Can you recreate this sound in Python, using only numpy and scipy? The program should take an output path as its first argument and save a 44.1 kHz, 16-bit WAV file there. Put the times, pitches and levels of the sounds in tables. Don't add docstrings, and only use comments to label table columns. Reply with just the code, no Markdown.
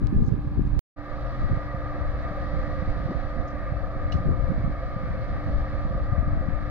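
import sys
import numpy as np
from scipy import signal
from scipy.fft import rfft, irfft, next_fast_len
from scipy.io import wavfile

SR = 44100
rng = np.random.default_rng(int(sys.argv[2]) if len(sys.argv) > 2 else 0)


def file_out(sig):
    cols = np.atleast_2d(sig).T
    lim = np.clip(cols, -1, 1)
    pcm = np.round(lim * 32767).astype(np.int16)
    wavfile.write(sys.argv[1], SR, pcm)


N = 295558
TIME, PADDED = np.arange(N) / SR, next_fast_len(N)
HZ = np.maximum(np.arange(PADDED // 2 + 1) * SR / PADDED, 1)
CUT_S = 0.7928
LEFT_LAG_S = 0.00008


def from_db(db):
    return 10 ** (np.asarray(db) / 20)


def rms_one(x):
    return x / np.sqrt(np.mean(x ** 2, axis=-1, keepdims=True) + 1e-20)


def in_time(rows):
    s, *columns = np.transpose(rows)
    return np.array([np.interp(TIME, s, c) for c in columns])


def at_hz(points, hz, axis=1):
    return np.interp(np.log(hz), np.log(np.array(points)[:, 0]), np.array(points)[:, axis])


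def panned(pan_db):
    gains = from_db(np.multiply.outer([.5, -.5], pan_db))
    return gains / np.sqrt(np.mean(gains ** 2, axis=0))


def drift(rate_hz, channels=1):
    step = 40
    warmup = 2000
    r = np.exp(-2 * np.pi * rate_hz * step / SR)
    draws = rng.standard_normal((channels, N // step + warmup + 2))
    slow = rms_one(signal.lfilter([1], [1, -2 * r, r * r], draws)[:, warmup:])
    return np.array([np.interp(np.arange(N) / step, np.arange(len(s)), s) for s in slow])


def ring(clicks, hz, t60_s):
    r, w = from_db(-60 / (t60_s * SR)), 2 * np.pi * hz / SR
    return signal.lfilter([0, np.sin(w)], [1, -2 * r * np.cos(w), r * r], clicks + 1e-18)


def distant_noise(gain):
    # (frequency [Hz], shared share of power [0..1])
    likeness = [(100, 0.91), (520, 1), (890, 0.91), (1200, 0.92), (1600, 0.86), (2400, 0.67), (4000, 0.47),
                (7000, 0.23)]
    shared, left, right = rfft(rng.standard_normal((3, N)), PADDED)
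    alike = np.clip(at_hz(likeness, HZ), 0, .999)
    late = np.exp(-2j * np.pi * HZ * LEFT_LAG_S)
    common = np.sqrt(alike) * shared * [late, np.ones_like(late)]
    own = np.sqrt(1 - alike) * np.array([left, right])
    return irfft(gain * (common + own), PADDED)[..., :N]


def late_bass_db():
    enters_s, before_db, entry_s = 1.095, -15, 0.011
    return before_db * (TIME > CUT_S) * np.clip(1 - (TIME - enters_s) / entry_s, 0, 1)


def drone(stretch, waver_db=0.8, waver_hz=7.0):
    # (frequency [Hz], far density [dB per Hz], near density [dB per Hz])
    roar_points = [(39.8, -15.5, -4.5), (145, -11.5, -5.5), (456, -14.5, -20), (1060, -14.5, -17.5),
                   (1550, -20, -20), (1820, -21.5, -18.5), (2630, -28, -37), (3100, -53, -66)]
    # (centre [Hz], width [Hz], far level [dB], near level [dB])
    ducts = [(357, 36, -29, -10.5), (531.7, 50, -7.5, 3.5), (578, 22, -2.5, 0.5), (605, 43, -13, -4),
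             (666.7, 33, -23.5, -2), (712, 70, -12.5, -4.5), (789.6, 50, -5.5, -8.5), (1090, 30, -13, -32),
             (1161.4, 54, -8, -6), (1213.5, 56, -6.5, 1), (1260, 78, -12.5, -10), (1319, 26, -20, -8),
             (1663, 180, -13, -18.5), (1838, 45, -28.5, -18), (1926, 64, -21.5, -16.5),
             (2172, 100, -21, -23), (2288, 53, -28.5, -26), (2630, 110, -29.5, -32.5)]
    # (time [s], whine level [dB], upper edge level [dB])
    swells = [(1.1, -1, -1.5), (1.65, 5.5, 1), (2.1, 0.5, -1.5), (2.7, 3.5, 2), (3.4, 2.5, -3.5),
              (3.8, -3.5, -1), (4.6, -3.5, 5), (5.5, -3, 2), (6.1, -1, -4.5), (6.6, 1.5, 1)]
    # (lowest centre [Hz], highest centre [Hz])
    swelling_hz = [(1880, 2050), (2050, 2450)]
    split_hz = 1400

    low = 1 / (1 + (HZ / split_hz) ** 20)
    roar = from_db(at_hz(roar_points, HZ, axis=1 + stretch)) ** 2
    peaks = [from_db(level_db[stretch]) ** 2 / (1 + (2 * (HZ - hz) / width_hz) ** 2) ** 2
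             for hz, width_hz, *level_db in ducts]
    powers = np.array([roar * low, roar * (1 - low), *peaks])
    centres = np.array([0, SR, *np.array(ducts)[:, 0]])

    swing_db = waver_db * drift(waver_hz, channels=len(powers))
    for (low_hz, high_hz), swell_db in zip(swelling_hz, in_time(swells)):
        swing_db[(centres > low_hz) & (centres < high_hz)] += stretch * swell_db

    gains = powers / np.sqrt(powers.sum(axis=0))
    parts = from_db(swing_db)[:, None] * distant_noise(gains[:, None])
    is_low = centres < split_hz
    return rms_one(np.array([parts[is_low].sum(axis=0), parts[~is_low].sum(axis=0)]))


def vent():
    # (frequency [Hz], density [dB per Hz])
    vent_points = [(2000, -47.5), (2500, -6), (3000, 0.5), (3950, 2.5), (4700, -0.5), (5400, -8),
                   (6400, -15), (7400, -22.5), (9000, -42.5)]
    return rms_one(distant_noise(from_db(at_hz(vent_points, HZ))))


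def tones():
    tone_hz = [49.5, 63, 126, 293.7, 979.3, 1468.7]
    # (far rms [dB], near rms [dB], L-R [dB], waver [dB])
    tone_levels = [(-37.5, -40.5, -1, -0.5), (-39.5, -47, -5, 3), (-38.5, -43, -2.5, -1),
                   (-45.5, -46, -1.5, 2.5), (-63.5, -63, 5, 4), (-67.5, -63.5, 7, 1.5)]
    lag_s = np.array([[3 * LEFT_LAG_S], [0]])
    turn = 2 * np.pi * (TIME + 0.000088 * drift(0.47)[0] - lag_s)
    out = 0
    for hz, (far_db, near_db, pan_db, waver_db) in zip(tone_hz, tone_levels):
        level_db = np.where(TIME < CUT_S, far_db, near_db) + waver_db * drift(2.8)
        level_db = level_db + .5 * (hz < 200) * late_bass_db()
        sine = np.sqrt(2) * np.sin(hz * turn + rng.uniform(0, 2 * np.pi))
        out = out + from_db(level_db) * panned(pan_db)[:, None] * sine
    return out


def ship():
    # (time [s], low drone [dB], upper drone [dB], vent hiss [dB])
    near_levels = [(1.1, -37.5, -47, -62), (1.35, -37, -49.5, -59.5), (1.75, -36.5, -48.5, -62.5),
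                   (2.2, -35.5, -47, -60.5), (2.6, -36.5, -46.5, -59.5), (3.1, -37, -47, -59.5),
                   (3.55, -37.5, -49, -64), (3.95, -37, -50, -63), (4.45, -38, -49, -63),
                   (4.9, -38, -51, -62.5), (5.4, -37.5, -46.5, -60), (5.85, -37, -49, -61),
                   (6.25, -38, -48, -65), (6.7, -38.5, -49, -62)]
    far_db = [[-48], [-57], [-67]]
    swell_db_per_s = 44
    far = TIME < CUT_S
    near_db = in_time(near_levels) + swell_db_per_s * np.minimum(TIME - near_levels[0][0], 0)
    low_db, upper_db, vent_db = np.where(far, far_db, near_db)
    low, upper = np.where(far, drone(0), drone(1))
    low = low * from_db(low_db + 0.28 * drift(4.2))
    upper = upper * from_db(upper_db + 1.0 * drift(2.0))
    hiss = vent() * from_db(vent_db + 0.74 * drift(30))
    return low + upper + hiss + tones()


def wind(eddies_per_s=140.0, uneven_db=3.5, lumpy_db=2.0, gusty_hz=2.4, own_db=1.8, smooth_hz=520):
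    # (time [s], left rumble [dB], right rumble [dB], flutter [dB])
    gusts = [(0.0, -12, -21, -30.5), (.1, -24, -16, -32), (.2, -13, -20.5, -22.5), (.27, -20, -17.5, -30),
             (.33, -34, -18, -29), (.38, -25.5, -25, -35), (.46, -26, -32.5, -33), (.54, -25, -28, -35.5),
             (.62, -21.5, -28, -32), (.7, -21.5, -21, -39.5), (.78, -24, -11, -33), (1.11, -33, -23, -38.5),
             (1.35, -24, -27.5, -46.5), (1.5, -21.5, -18.5, -33.5), (1.7, -31, -33, -50),
             (1.95, -22.5, -23, -45.5), (2.2, -24.5, -27.5, -44.5), (2.4, -27, -31, -47),
             (2.58, -22, -25.5, -40), (2.8, -27.5, -23, -39.5), (3.1, -25.5, -26.5, -35),
             (3.22, -28, -25.5, -44), (3.45, -29, -29, -38.5), (3.7, -26, -28, -43.5),
             (3.93, -30, -32, -44.5), (4.06, -20, -24, -41.5), (4.14, -16.5, -20, -31.5),
             (4.22, -22, -29, -38.5), (4.3, -14, -18.5, -26), (4.42, -21.5, -26, -38),
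             (4.6, -17.5, -18, -37.5), (4.8, -26, -26, -43), (5.05, -27, -26, -38.5),
             (5.3, -21, -22.5, -38.5), (5.5, -18, -22.5, -38), (5.7, -26, -24, -44),
             (5.95, -23.5, -20.5, -39.5), (6.12, -16, -26.5, -41.5), (6.3, -17.5, -16.5, -40.5),
             (6.5, -20.5, -27, -36.5), (6.7, -25, -34, -47)]
    # (frequency [Hz], level [dB], share that follows the flutter; above 1 it outgrows the flutter)
    eddies = [(19.6, -8.5, 0.047), (38, -10, 0.13), (57.3, -8.5, 0.047), (96.3, -10, 0.21), (164, -5, 0.9),
              (243, -8.5, 0.82), (437, -20.5, 1.58)]
    flutter_pan_db, flutter_leans = -3, 0.42

    left_db, right_db, both_db = in_time(gusts)
    rumble_db = np.array([left_db, right_db]) + own_db * drift(gusty_hz, channels=2)
    lean_db = flutter_pan_db + flutter_leans * (left_db - right_db)
    flutter_db = both_db + np.multiply.outer([.5, -.5], lean_db) + own_db * drift(gusty_hz, channels=2)
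    gusty_db = flutter_db - np.mean(flutter_db)

    born = rng.random((2, N)) < eddies_per_s / SR
    sizes = from_db(uneven_db * np.minimum(rng.exponential(1, (2, N)), 4))
    signs = np.sign(rng.random((2, N)) - .4)
    bed = 0.047 * rng.standard_normal((2, N))
    dull = signal.butter(2, smooth_hz, fs=SR, output="sos")
    soft = signal.sosfilt(np.vstack([dull, dull, dull]), born * sizes * signs + bed)

    out = 0
    for k, (hz, size_db, share) in enumerate(eddies):
        band = signal.butter(1, [hz / 1.33, hz * 1.33], "band", fs=SR, output="sos")
        puffs = rms_one(signal.sosfilt(np.vstack([band, band]), soft)) * (-1) ** k
        low = np.clip(1 - share, 0, 1)
        level_db = size_db + low * rumble_db + (1 - low) * flutter_db + max(share - 1, 0) * gusty_db
        out = out + puffs * from_db(level_db)
    return from_db(late_bass_db() + lumpy_db * drift(14, channels=2)) * out


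def thumps():
    # (time [s], level [dB], pitch [Hz], length at half height [cycles], port)
    big_eddies = [(.017, -20, 220, 1.2, "L"), (0.02, -26, 300, 0.75, "R"), (0.035, -20, 105, 1.7, "R"),
                  (0.039, -16.5, 104, 2.4, "L"), (.099, -20, 115, 1.3, "R"), (0.191, -24, 161, 0.75, "R"),
                  (0.277, -21, 190, 1.2, "L"), (0.33, -28.5, 400, 1.6, "R"), (0.391, -19, 113, 0.8, "L"),
                  (0.476, -16.5, 115, 0.92, "R"), (0.618, -12, 140, 0.72, "L"),
                  (.655, -17.5, 115, 1.4, "R"), (0.674, -18, 131, 0.66, "L"), (0.771, -19, 110, 0.62, "R"),
                  (1.445, -24, 139, 0.91, "L"), (1.748, -19.5, 120, 0.75, "R"),
                  (2.313, -21.5, 140, 0.73, "L"), (2.543, -21.5, 120, 1.3, "R"),
                  (2.681, -22, 130, 0.89, "R"), (3.098, -21, 180, 0.88, "both"),
                  (3.11, -22, 423, 0.46, "both"), (4.187, -19, 120, 0.61, "R"),
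                  (4.205, -18, 109, 0.71, "L"), (4.323, -18.5, 170, 0.56, "R"),
                  (4.277, -16.5, 109, .6, "R"), (4.309, -21, 170, 1.2, "R"), (4.337, -20, 80, 0.47, "R"),
                  (4.521, -17, 182, 0.73, "R"), (4.582, -19.5, 150, 0.89, "R"), (4.605, -24, 94, 1.7, "L"),
                  (5.038, -17, 140, 0.69, "R"), (5.107, -19.5, 140, 0.85, "R"),
                  (5.222, -22.5, 108, 2.8, "L"), (5.464, -20.5, 115, 1.1, "R"),
                  (5.487, -20.5, 170, 0.79, "R"), (5.911, -21.5, 141, 0.99, "R"),
                  (6.134, -16, 130, 0.71, "R"), (6.229, -17.5, 150, 0.48, "R"),
                  (6.279, -17.5, 150, 0.9, "L"), (6.335, -18.5, 115, 1.4, "L"),
                  (6.354, -20.5, 125, 0.58, "L"), (6.411, -20, 145, 0.72, "R"),
                  (0.128, -7.5, 141, 0.43, "R"), (0.165, -6, 120, 0.53, "R"), (0.209, -19.5, 227, 1.3, "L"),
                  (0.224, -15, 206, 1.2, "R"), (0.284, -10.5, 135, 0.62, "R"),
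                  (0.324, -10.5, 123, 1.3, "R"), (0.595, -7.5, 179, 0.5, "L"),
                  (0.738, -18.5, 109, 1.1, "R"), (1.52, -15, 105.5, 0.91, "R"),
                  (1.575, -15, 101, 0.78, "R"), (2.826, -16, 116, 0.73, "R"), (3.06, -16, 105, 0.81, "R"),
                  (3.089, -26, 290, 1.5, "both"), (3.107, -25, 217, 2.7, "both"),
                  (3.119, -27, 338, 2.3, "both"), (3.724, -14.5, 111, 0.78, "R"),
                  (4.146, -14.5, 123, 0.61, "R"), (4.258, -12.5, 114, 0.66, "R"),
                  (4.292, -12.5, 220, 0.52, "R"), (4.328, -20.5, 100, 1.7, "L"),
                  (4.443, -18.5, 94, 1.4, "L"), (4.502, -17.5, 157, 2.2, "R"),
                  (4.648, -15.5, 142, 0.84, "R"), (4.679, -15, 145, 0.88, "R"),
                  (4.967, -14, 108, 0.49, "L"), (5.855, -18.5, 134, 1.03, "R"),
                  (6.126, -12.5, 90.5, 1.1, "L"), (6.182, -13.5, 110, 0.51, "L"),
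                  (6.377, -15.5, 117, 0.42, "R"), (6.488, -14.5, 154, 0.8, "L")]
    port_pan_db = {"L": 31, "R": -36.5, "both": 3}
    out, chance = np.zeros((2, N)), rng.random((len(big_eddies), 2))
    for (s, level_db, hz, cycles, port), (lean, suck) in zip(big_eddies, chance):
        width_s = max(cycles, .3) / hz
        half = round(1.6 * width_s * SR)
        t = np.arange(-half, half) / SR
        swell = .5 ** ((2 * t / width_s) ** 2)
        puff = swell * np.cos(2 * np.pi * hz * t + lean - .5) * np.sign(suck - .35)
        puff = puff - swell * np.sum(puff) / np.sum(swell)
        gains = from_db(level_db) * panned(port_pan_db[port])
        out[:, round((s + t[0]) * SR):][:, :len(t)] += gains[:, None] * puff
    return out


def ticks():
    # (time [s], level [dB], pitch [Hz], L-R [dB])
    tick_rows = [(0.0711, -29, 4400, -20), (.6735, -43, 5430, -10)]
    out = np.zeros((2, N))
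    soft = signal.butter(2, 7500, fs=SR, output="sos")
    for s, level_db, hz, pan_db in tick_rows:
        click = 1.0 * (np.arange(N) == round(s * SR))
        tick = ring(signal.sosfilt(soft, click), hz, 0.001)
        out += from_db(level_db) * panned(pan_db)[:, None] * tick
    return out


def rustles(crackle_db=3.5):
    # (time [s], level [dB], centre [Hz], width [Hz], rise [s], t60 [s])
    rustle_rows = [(.215, -64, 5560, 3200, 0.065, 0.1), (3.474, -64.5, 5700, 2000, .004, 0.23),
                   (4.117, -52, 4000, 3800, .004, 0.24)]
    out, longest = np.zeros((2, N)), 9000
    for s, level_db, hz, width_hz, rise_s, t60_s in rustle_rows:
        t = np.arange(round((rise_s + t60_s) * SR))[:longest] / SR
        edges_hz = [max(hz - width_hz / 2, 100), hz + width_hz / 2]
        band = signal.butter(2, edges_hz, "band", fs=SR, output="sos")
        burst = rms_one(signal.sosfilt(np.vstack([band, band]), rng.standard_normal((2, len(t)))))
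        burst = burst * from_db(crackle_db * drift(160)[:, :len(t)])
        shape = np.minimum(t / rise_s, 1) * from_db(-60 * np.maximum(t - rise_s, 0) / t60_s)
        out[:, round(s * SR):][:, :len(t)] += from_db(level_db) * shape * burst
    return out


def knock(touch_s=0.0015):
    # (time [s], level [dB])
    touch_rows = [(4.119, -1), (4.1223, 0.5), (4.128, -4), (4.135, -8), (4.141, -10), (4.148, -13.5)]
    # (frequency [Hz], level [dB], t60 [s])
    modes = [(1870, -47, .02), (2610, -47, 0.022), (2890, -37, 0.023), (4120, -38, 0.019),
             (4950, -45, .015), (5660, -44, 0.016), (6540, -58, .012), (9300, -66, .002),
             (12300, -60, .002)]
    since = TIME - np.array(touch_rows)[:, :1]
    decays = (since > 0) * np.exp(-np.abs(since) / touch_s)
    touches = from_db(np.array(touch_rows)[:, 1]) @ decays
    scuff = panned(-1.5)[:, None] * rng.standard_normal((2, N)) * touches / np.sqrt(touch_s * SR / 2)
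    out = 0
    for hz, level_db, t60_s in modes:
        rung = ring(ring(scuff, hz, t60_s), hz, t60_s / 4)
        out = out + from_db(level_db) * rung * 50 / (t60_s * SR)
    return out


def scene():
    return ship() + wind() + thumps() + ticks() + rustles() + knock()


def record(dry):
    # (frequency [Hz], density [dB per Hz])
    hiss_points = [(5000, -9.5), (8000, -15.5), (11000, -13.5), (12200, -2.5), (14000, 4.5), (15700, -9.5)]
    hiss_db, resume_s, fade_s, cutoff_hz = -83, 0.96, 0.025, 15700
    white = rfft(rng.standard_normal((2, N)), PADDED)
    hiss = rms_one(irfft(from_db(at_hz(hiss_points, HZ)) * white, PADDED)[:, :N])
    wet = dry + from_db(hiss_db + 1.5 * drift(8.8, channels=2)) * hiss
    gate = np.where(TIME < CUT_S, 1, np.clip((TIME - resume_s) / fade_s, 0, 1))
    top_cut = signal.ellip(10, .5, 60, cutoff_hz, fs=SR, output="sos")
    return signal.sosfilt(top_cut, wet * gate)


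dry = scene()
out = record(dry)
file_out(out)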